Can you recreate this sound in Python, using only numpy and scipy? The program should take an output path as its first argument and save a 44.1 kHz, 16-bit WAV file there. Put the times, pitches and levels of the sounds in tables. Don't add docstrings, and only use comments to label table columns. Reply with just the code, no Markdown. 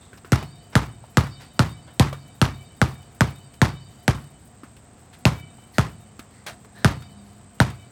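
import sys
import numpy as np
from scipy import signal
from scipy.fft import rfft, irfft
from scipy.io import wavfile
from scipy.ndimage import uniform_filter1d

SR = 44100
rng = np.random.default_rng(int(sys.argv[2]) if len(sys.argv) > 2 else 0)


def store_wav(level_fs):
    pcm = np.round(np.clip(np.atleast_2d(level_fs), -1, 1) * 32767)
    wavfile.write(sys.argv[1], SR, pcm.T.astype(np.int16))


def gain_from_db(level_db):
    decades = np.asarray(level_db, float) / 20
    return 10 ** decades


N = 348829

# start in seconds, crack in dB, thump in dB, slap of the cover in dB,
# slap pitch in Hz, pitch of the snap at lift-off in Hz.
BOUNCES = [(0.3206, -4, -5, -15, 1575, 1360), (0.7542, -1, -5, -3, 1520, 1330),
           (1.1715, 3, -5, -7.5, 1540, 1210), (1.5932, 1, -6, -5, 1330, 1310),
           (1.9967, -1, -3.5, -10.5, 2480, 860), (2.4158, 1.5, -6, -7, 1330, 1300),
           (2.8159, -5, -7.5, 0, 1450, 1210), (3.2081, -1.5, -7, -1, 1450, 1274),
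           (3.6167, 1.5, -4.5, -6, 1650, 970), (4.0797, -3, -7, -2, 1490, 720),
           (5.2535, 0, -5, -2.5, 2500, 920), (5.7834, -6.5, -7.5, -1, 1310, 1290),
           (6.846, -0.5, -4.5, 0, 1490, 1261), (7.6022, -1.5, -5.5, -0.5, 1440, 920)]


def evened(x):
    return x / np.sqrt(np.mean(x ** 2) + 1e-20)


def read(points, hz):
    f, value = np.transpose(points)
    return np.interp(np.log(hz + 1), np.log(f + 1), value)


def add(mix, start_s, sound):
    part = mix[round(start_s * SR):][:len(sound)]
    part += sound[:len(part)]


def resonate(x, hz, width_hz):
    turn = np.exp(2j * np.pi * np.cumsum(hz * np.ones(len(x))) / SR)
    r = np.exp(-np.pi * width_hz / SR)
    return 2 * (turn * signal.lfilter([1 - r], [1, -r], x / turn)).real


def colour(x, db_of_hz):
    hz = np.fft.rfftfreq(len(x), 1 / SR)
    return evened(irfft(rfft(x) * gain_from_db(db_of_hz(hz)), len(x)))


def slow(per_s):
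    return evened(resonate(rng.standard_normal(N), 0, per_s))


def ping(hz, t60_s, t):
    return gain_from_db(-60 * t / t60_s) * np.sin(2 * np.pi * hz * t)


def sinking(from_hz, to_hz, sink_s, t60_s, t):
    cycles = to_hz * t + (from_hz - to_hz) * sink_s * (1 - np.exp(-t / sink_s))
    return gain_from_db(-60 * t / t60_s) * np.sin(2 * np.pi * cycles)


def causal(points):
    log_gain = np.log(gain_from_db(read(points, abs(np.fft.fftfreq(4096, 1 / SR)))))
    phase = -signal.hilbert(log_gain).imag
    click = np.fft.ifft(np.exp(log_gain + 1j * phase)).real[:2048]
    return click / abs(click).max()


def crack_of_contact():
    # frequency in Hz, relative level in dB per Hz.
    crack_spectrum = [(700, -15), (1500, -1), (3000, -5), (5500, -8), (8000, -12), (13000, -21),
                      (16000, -52)]
    t = np.arange(800) / SR
    decay = 0.3 * np.exp(-t / 0.0004) + 0.06 * np.exp(-t / 0.004)
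    pebbles = rng.standard_normal(800) * decay
    pebbles[0] = -1
    return np.convolve(pebbles, causal(crack_spectrum))


def cover_slap(slap_hz, t):
    # frequency in Hz, level in dB, t60 in seconds.
    cover_modes = [(846, -6.5, 0.0099), (658, -16.5, 0.04)]
    slap = sinking(1.68 * slap_hz, slap_hz, 0.00033, 0.0079, t)
    return slap + sum(gain_from_db(db) * ping(hz, t60_s, t) for hz, db, t60_s in cover_modes)


def floor_thump(t):
    ms = 1000 * t
    pressed = (1 - np.exp(-ms / 4.5)) / (1 + np.exp((ms - 21.8) / 1.7))
    return pressed * np.cos(2 * np.pi * (1.94 * ms ** 0.35 - 0.27))


def slab_ring(t):
    # centre of the random pitch in Hz, level in dB re thump, t60 in seconds.
    slab_modes = [(67.2, -15.5, 0.32), (96.24, -27, 0.72), (127.64, -24, 0.71), (148.65, -21.5, 0.5),
                  (205, -28, 0.14)]
    late = np.maximum(t - 0.017, 0)
    ring = sum(gain_from_db(db) * ping(hz * rng.uniform(0.9, 1.1), t60_s, late + rng.random() / hz)
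               for hz, db, t60_s in slab_modes)
    return ring * np.minimum(late / 0.012, 1)


def yard_answer():
    # frequency in Hz, relative level in dB per Hz.
    yard_spectrum = [(40, -51), (90, -47), (160, -10), (300, -9), (609, -11.5), (1090, -10.5),
                     (1490, -15.5), (1860, -16.5), (2810, -22), (5020, -24.5), (14600, -37), (16500, -63.5)]
    # frequency in Hz, t60 in seconds.
    yard_decay = [(60, 0.43), (160, 0.39), (420, 0.2), (1100, 0.28), (2900, 0.25), (7700, 0.2),
                  (14000, 0.14)]
    hz = np.fft.rfftfreq(256, 1 / SR)[:, None]
    t = np.arange(350) * 64 / SR
    real, imag = rng.standard_normal((350, 129, 2)).T
    lumps_db = 2.2 * rng.standard_normal((175, 1)).repeat(2, axis=0).T
    bins = (real + 1j * imag) * gain_from_db(lumps_db - 60 * t / read(yard_decay, hz))
    scattered = signal.istft(bins, nperseg=256, noverlap=192)[1][128:]
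    rise = np.minimum(np.arange(len(scattered)) / (0.00076 * SR), 1)
    return colour(scattered, lambda f: read(yard_spectrum, f)) * rise


def bounce(crack_db, thump_db, slap_db, slap_hz, snap_hz, echo_db):
    # delay in seconds, level in dB re thump.
    house_echoes = [(.024, -13.5), (.064, -21), (.118, -29.5), (.18, -38.5), (.26, -41)]
    t = np.arange(SR // 2) / SR
    crack = crack_of_contact()
    thump = floor_thump(t)
    sound = gain_from_db(thump_db) * (thump + slab_ring(t))
    add(sound, 0.0003, gain_from_db(slap_db) * cover_slap(slap_hz, t))
    for delay_s, db in house_echoes:
        add(sound, delay_s, gain_from_db(thump_db + db) * thump)
    add(sound, 0.064, gain_from_db(thump_db - 48) * yard_answer())
    add(sound, 0, gain_from_db(crack_db) * crack)
    add(sound, 0.011, -gain_from_db(thump_db - 1) * ping(snap_hz, 0.01, t))
    add(sound, 0.0382, gain_from_db(echo_db) * uniform_filter1d(crack, size=5))
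    add(sound, 0.001, gain_from_db(thump_db - 29.5) * yard_answer())
    return sound * np.minimum((t[-1] - t) / 0.15, 1)


def ball_air():
    # frequency in Hz, level in dB, t60 in seconds.
    air_modes = [(2296, -5.5, 0.82), (2560, -16, 0.94), (3000, -5, 1.86), (3686, -5, 1.19),
                 (3880, -13, 1.4), (4370, -12, 1.2), (4670, -8, 1.46), (5300, -16.5, 0.78)]
    # level in dB,
    # tilt towards the high modes in dB per octave, seconds until it is clearest.
    facings = [(-56, 6.5, 0.1), (-61, -1, 0.11), (-57.5, 9, 0.18), (-56.5, 1.5, 0.11), (-59.5, -3, 0.23),
               (-56.5, -4, 0.18), (-61, -1, 0.16), (-56, 0, .09), (-54.5, 4, 0.092), (-59.5, -3, 0.061),
               (-54, -14, 0.12), (-63.5, -4, 0.14), (-58, 2, 0.16), (-59, -7, 0.17)]
    twin_db, spin_db = -6, 5
    doppler_per_s, turn_s = 0.0352, 0.17
    out = np.zeros(N)
    t = np.arange(SR) / SR
    heard = t + doppler_per_s * (t ** 2 / 2 - turn_s * t)
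    tilt_hz = air_modes[2][0]
    ends_s = [row[0] for row in BOUNCES[1:]] + [N / SR]
    for (start_s, *_), end_s, (face_db, tilt_db, clear_s) in zip(BOUNCES, ends_s, facings):
        rising = np.sin(np.pi / 2 * np.minimum(t / clear_s, 1)) ** 2
        rising *= np.clip((end_s - start_s - t) / 0.02, 0, 1)
        for hz, db, t60_s in air_modes:
            split, a, b, spin = rng.random(4)
            twin_hz = hz + 8 + 30 * split
            pair = np.sin(2 * np.pi * (hz * heard + a))
            pair = pair + gain_from_db(twin_db) * np.sin(2 * np.pi * (twin_hz * heard + b))
            turn_db = spin_db * np.sin(2 * np.pi * ((4 + 5 * spin) * t + a))
            level_db = face_db + db + tilt_db * np.log2(hz / tilt_hz) - 60 * (t - clear_s) / t60_s
            add(out, start_s, gain_from_db(level_db + turn_db) * evened(pair) * rising)
    return out


def tap(knock_db, knock_hz, push_db, push_hz, tick_db):
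    t = np.arange(3000) / SR
    a, b, c = rng.standard_normal((3, len(t)))
    knock = ping(knock_hz, 0.024, t) + 0.24 * evened(resonate(a, knock_hz, 600)) * np.exp(-t / 0.027)
    push = sinking(1.7 * push_hz, push_hz, 0.0046, 0.045, t)
    tick = evened(resonate(b, 2700, 2000)) * np.exp(-t / 0.0079)
    puff = evened(resonate(resonate(c, 8300, 4000), 8300, 4000)) * np.exp(-t / 0.0062)
    return gain_from_db(knock_db) * knock + gain_from_db(push_db) * push + gain_from_db(tick_db) * (tick + gain_from_db(-8.5) * puff)


def scuff(db, length_s, tilt_db, squeak_hz, squeak_db):
    t = np.arange(12000) / SR
    grain_db = 1.8 * rng.standard_normal(len(t) // 40)
    grains = rng.standard_normal(len(t)) * gain_from_db(grain_db).repeat(40)
    hiss = colour(grains, lambda f: tilt_db * np.log2(f / 3000 + 1.45) - 12 * np.log2(1 + 300 / (f + 1)))
    squeak = evened(resonate(grains, squeak_hz, 0.08 * squeak_hz))
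    squeak += 0.5 * evened(resonate(grains, min(2.25 * squeak_hz, 15000), 490))
    swell = np.minimum(t / (0.31 * length_s), 1) * np.exp(-(t / length_s) ** 1.5)
    return gain_from_db(db) * (hiss + gain_from_db(squeak_db) * squeak) * swell


def palm_swish():
    return scuff(-61 + 3 * rng.uniform(-1, 1), 0.028, 3, 11000, -6)


def clothes_rustle():
    rest_db, reach_db, reach_s, flutter_db = -73.5, 12.5, 0.066, 5
    t = np.arange(N) / SR
    rustle = colour(rng.standard_normal(N), lambda f: -0.8 * np.log2(f / 1000 + 3))
    since = (t - np.array([[row[0]] for row in BOUNCES])).clip(0) / reach_s
    reach = (since * np.exp(1 - since)).max(axis=0)
    return rustle * gain_from_db(rest_db + reach_db * reach + flutter_db * slow(26))


def insect_band():
    # centre in Hz, width of each of two cascaded resonances in Hz, mean level in dB.
    insects = [(8184, 130, -63), (7690, 1000, -66)]
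    pulses = 1 + 0.5 * np.sin(2 * np.pi * np.cumsum(100 + 2 * slow(0.82)) / SR)
    out = np.zeros(N)
    for hz, width_hz, db in insects:
        band = resonate(resonate(rng.standard_normal(N), hz, width_hz), hz, width_hz)
        out += gain_from_db(db + slow(4.9)) * evened(pulses * band)
    return out


def fan_hum():
    return gain_from_db(-62) * evened(resonate(rng.standard_normal(N), 710, 35))


def low_hum():
    # time in seconds, mean pitch in Hz, mean level in dB.
    hum_course = [(5.9, 209.4, -58), (6.3, 205.7, -60), (6.8, 202, -53.5), (7.05, 203.5, -58),
                  (7.2, 205, -47), (7.56, 203, -57), (7.699, 206.7, -40)]
    t = np.arange(N) / SR
    s, hz, db = np.transpose(hum_course)
    level_db = np.interp(t, s, db, -90, -90) + slow(3)
    pitch_hz = np.interp(t, s, hz) + 2 * slow(4)
    return gain_from_db(level_db) * evened(np.sin(2 * np.pi * np.cumsum(pitch_hz) / SR))


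def traffic_wash():
    # frequency in Hz, relative level in dB per Hz.
    wash_spectrum = [(25, -18), (40, -1), (60, 3), (110, 5), (177, -2), (230, -0.5), (321, -8.5),
                     (706, -13.5), (1180, -15.5), (3060, -25.5), (6300, -30), (8500, -20.5), (9300, -50),
                     (16500, -53)]
    wash = colour(rng.standard_normal(N), lambda f: read(wash_spectrum, f))
    return gain_from_db(-49.5 + 0.26 * slow(6.4)) * wash


def scene():
    far_wall_db = [-13, -30, -14, -19, -38, -10, -43, -22, -13, -38, -41, -42, -19, -38]
    # start in seconds, knock in dB, knock pitch in Hz, push in dB,
    # pitch the push sinks to in Hz, tick in dB.
    taps = [(0.131, -37, 1530, -40.5, 300, -64), (0.247, -33.5, 1330, -37, 300, -64),
            (0.427, -29.5, 770, -35, 283, -40), (1.04, -41.5, 900, -40, 500, -66),
            (1.267, -34, 1430, -40, 300, -43), (2.128, -28, 1130, -26.5, 439, -39),
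            (3.029, -58, 723, -58, 302.8, -55), (3.539, -63, 1260, -60, 293, -49),
            (4.634, -34.5, 1190, -31, 211, -59), (4.766, -52, 2680, -50, 300, -49.5),
            (5.585, -45, 786, -48.5, 600, -66), (6.193, -35, 1320, -30.5, 210, -38),
            (6.465, -35, 1010, -38, 621, -33), (7.022, -41, 1330, -57, 500, -47.5),
            (7.411, -55, 732, -52, 610, -60.5), (7.701, -33.5, 1114, -39, 300, -42.5)]
    # start in seconds, level in dB, length in seconds, # brightness in dB per octave, squeak in Hz, squeak
    # in dB over the hiss.
    scuffs = [(0, -65, 0.092, -14, 3600, 6.5), (.172, -46.5, 0.016, -17, 5450, -12),
              (.722, -42, 0.032, -26, 2360, -13), (1.14, -58, 0.029, -14, 2480, -8),
              (1.395, -45, 0.058, -17, 1960, -16), (1.87, -47, 0.037, -32, 1470, -10),
              (3.89, -61.5, 0.08, -3, 3030, -4), (4.19, -57, .025, -7.5, 11000, -9),
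              (4.3, -60, 0.012, 10, 11000, -11), (4.445, -55, 0.027, 16, 10000, -11),
              (5.125, -47.5, 0.033, -14, 3400, -16), (5.73, -53.5, 0.074, -4, 1940, 4),
              (6.29, -64.5, 0.16, -15, 1990, 3), (6.461, -32.5, 0.042, -15.5, 674, -7.5),
              (6.645, -61.5, 0.011, -2, 436, 17.5), (6.74, -50, 0.12, -33, 1730, -1.5),
              (7.23, -63, 0.1, -5, 4470, -6), (7.58, -56, 0.017, -18, 2930, -4)]
    mix = ball_air() + clothes_rustle() + insect_band() + fan_hum() + low_hum() + traffic_wash()
    for (start_s, *row), echo_db in zip(BOUNCES, far_wall_db):
        add(mix, start_s, bounce(*row, echo_db))
        lead_s = 0.066 * (1 + 0.14 * rng.uniform(-1, 1))
        add(mix, start_s - lead_s, palm_swish())
    for start_s, *row in taps:
        add(mix, start_s, tap(*row))
    for start_s, *row in scuffs:
        add(mix, start_s, scuff(*row))
    return mix[None]


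def top_cut(x):
    return signal.sosfilt(signal.butter(12, 17030, fs=SR, output="sos"), x)


def record(dry):
    bass_cut = signal.butter(2, 58, "high", fs=SR, output="sos")
    heard = signal.sosfilt(bass_cut, dry)
    return top_cut(np.tanh(heard))


dry = scene()
out = record(dry)
store_wav(out)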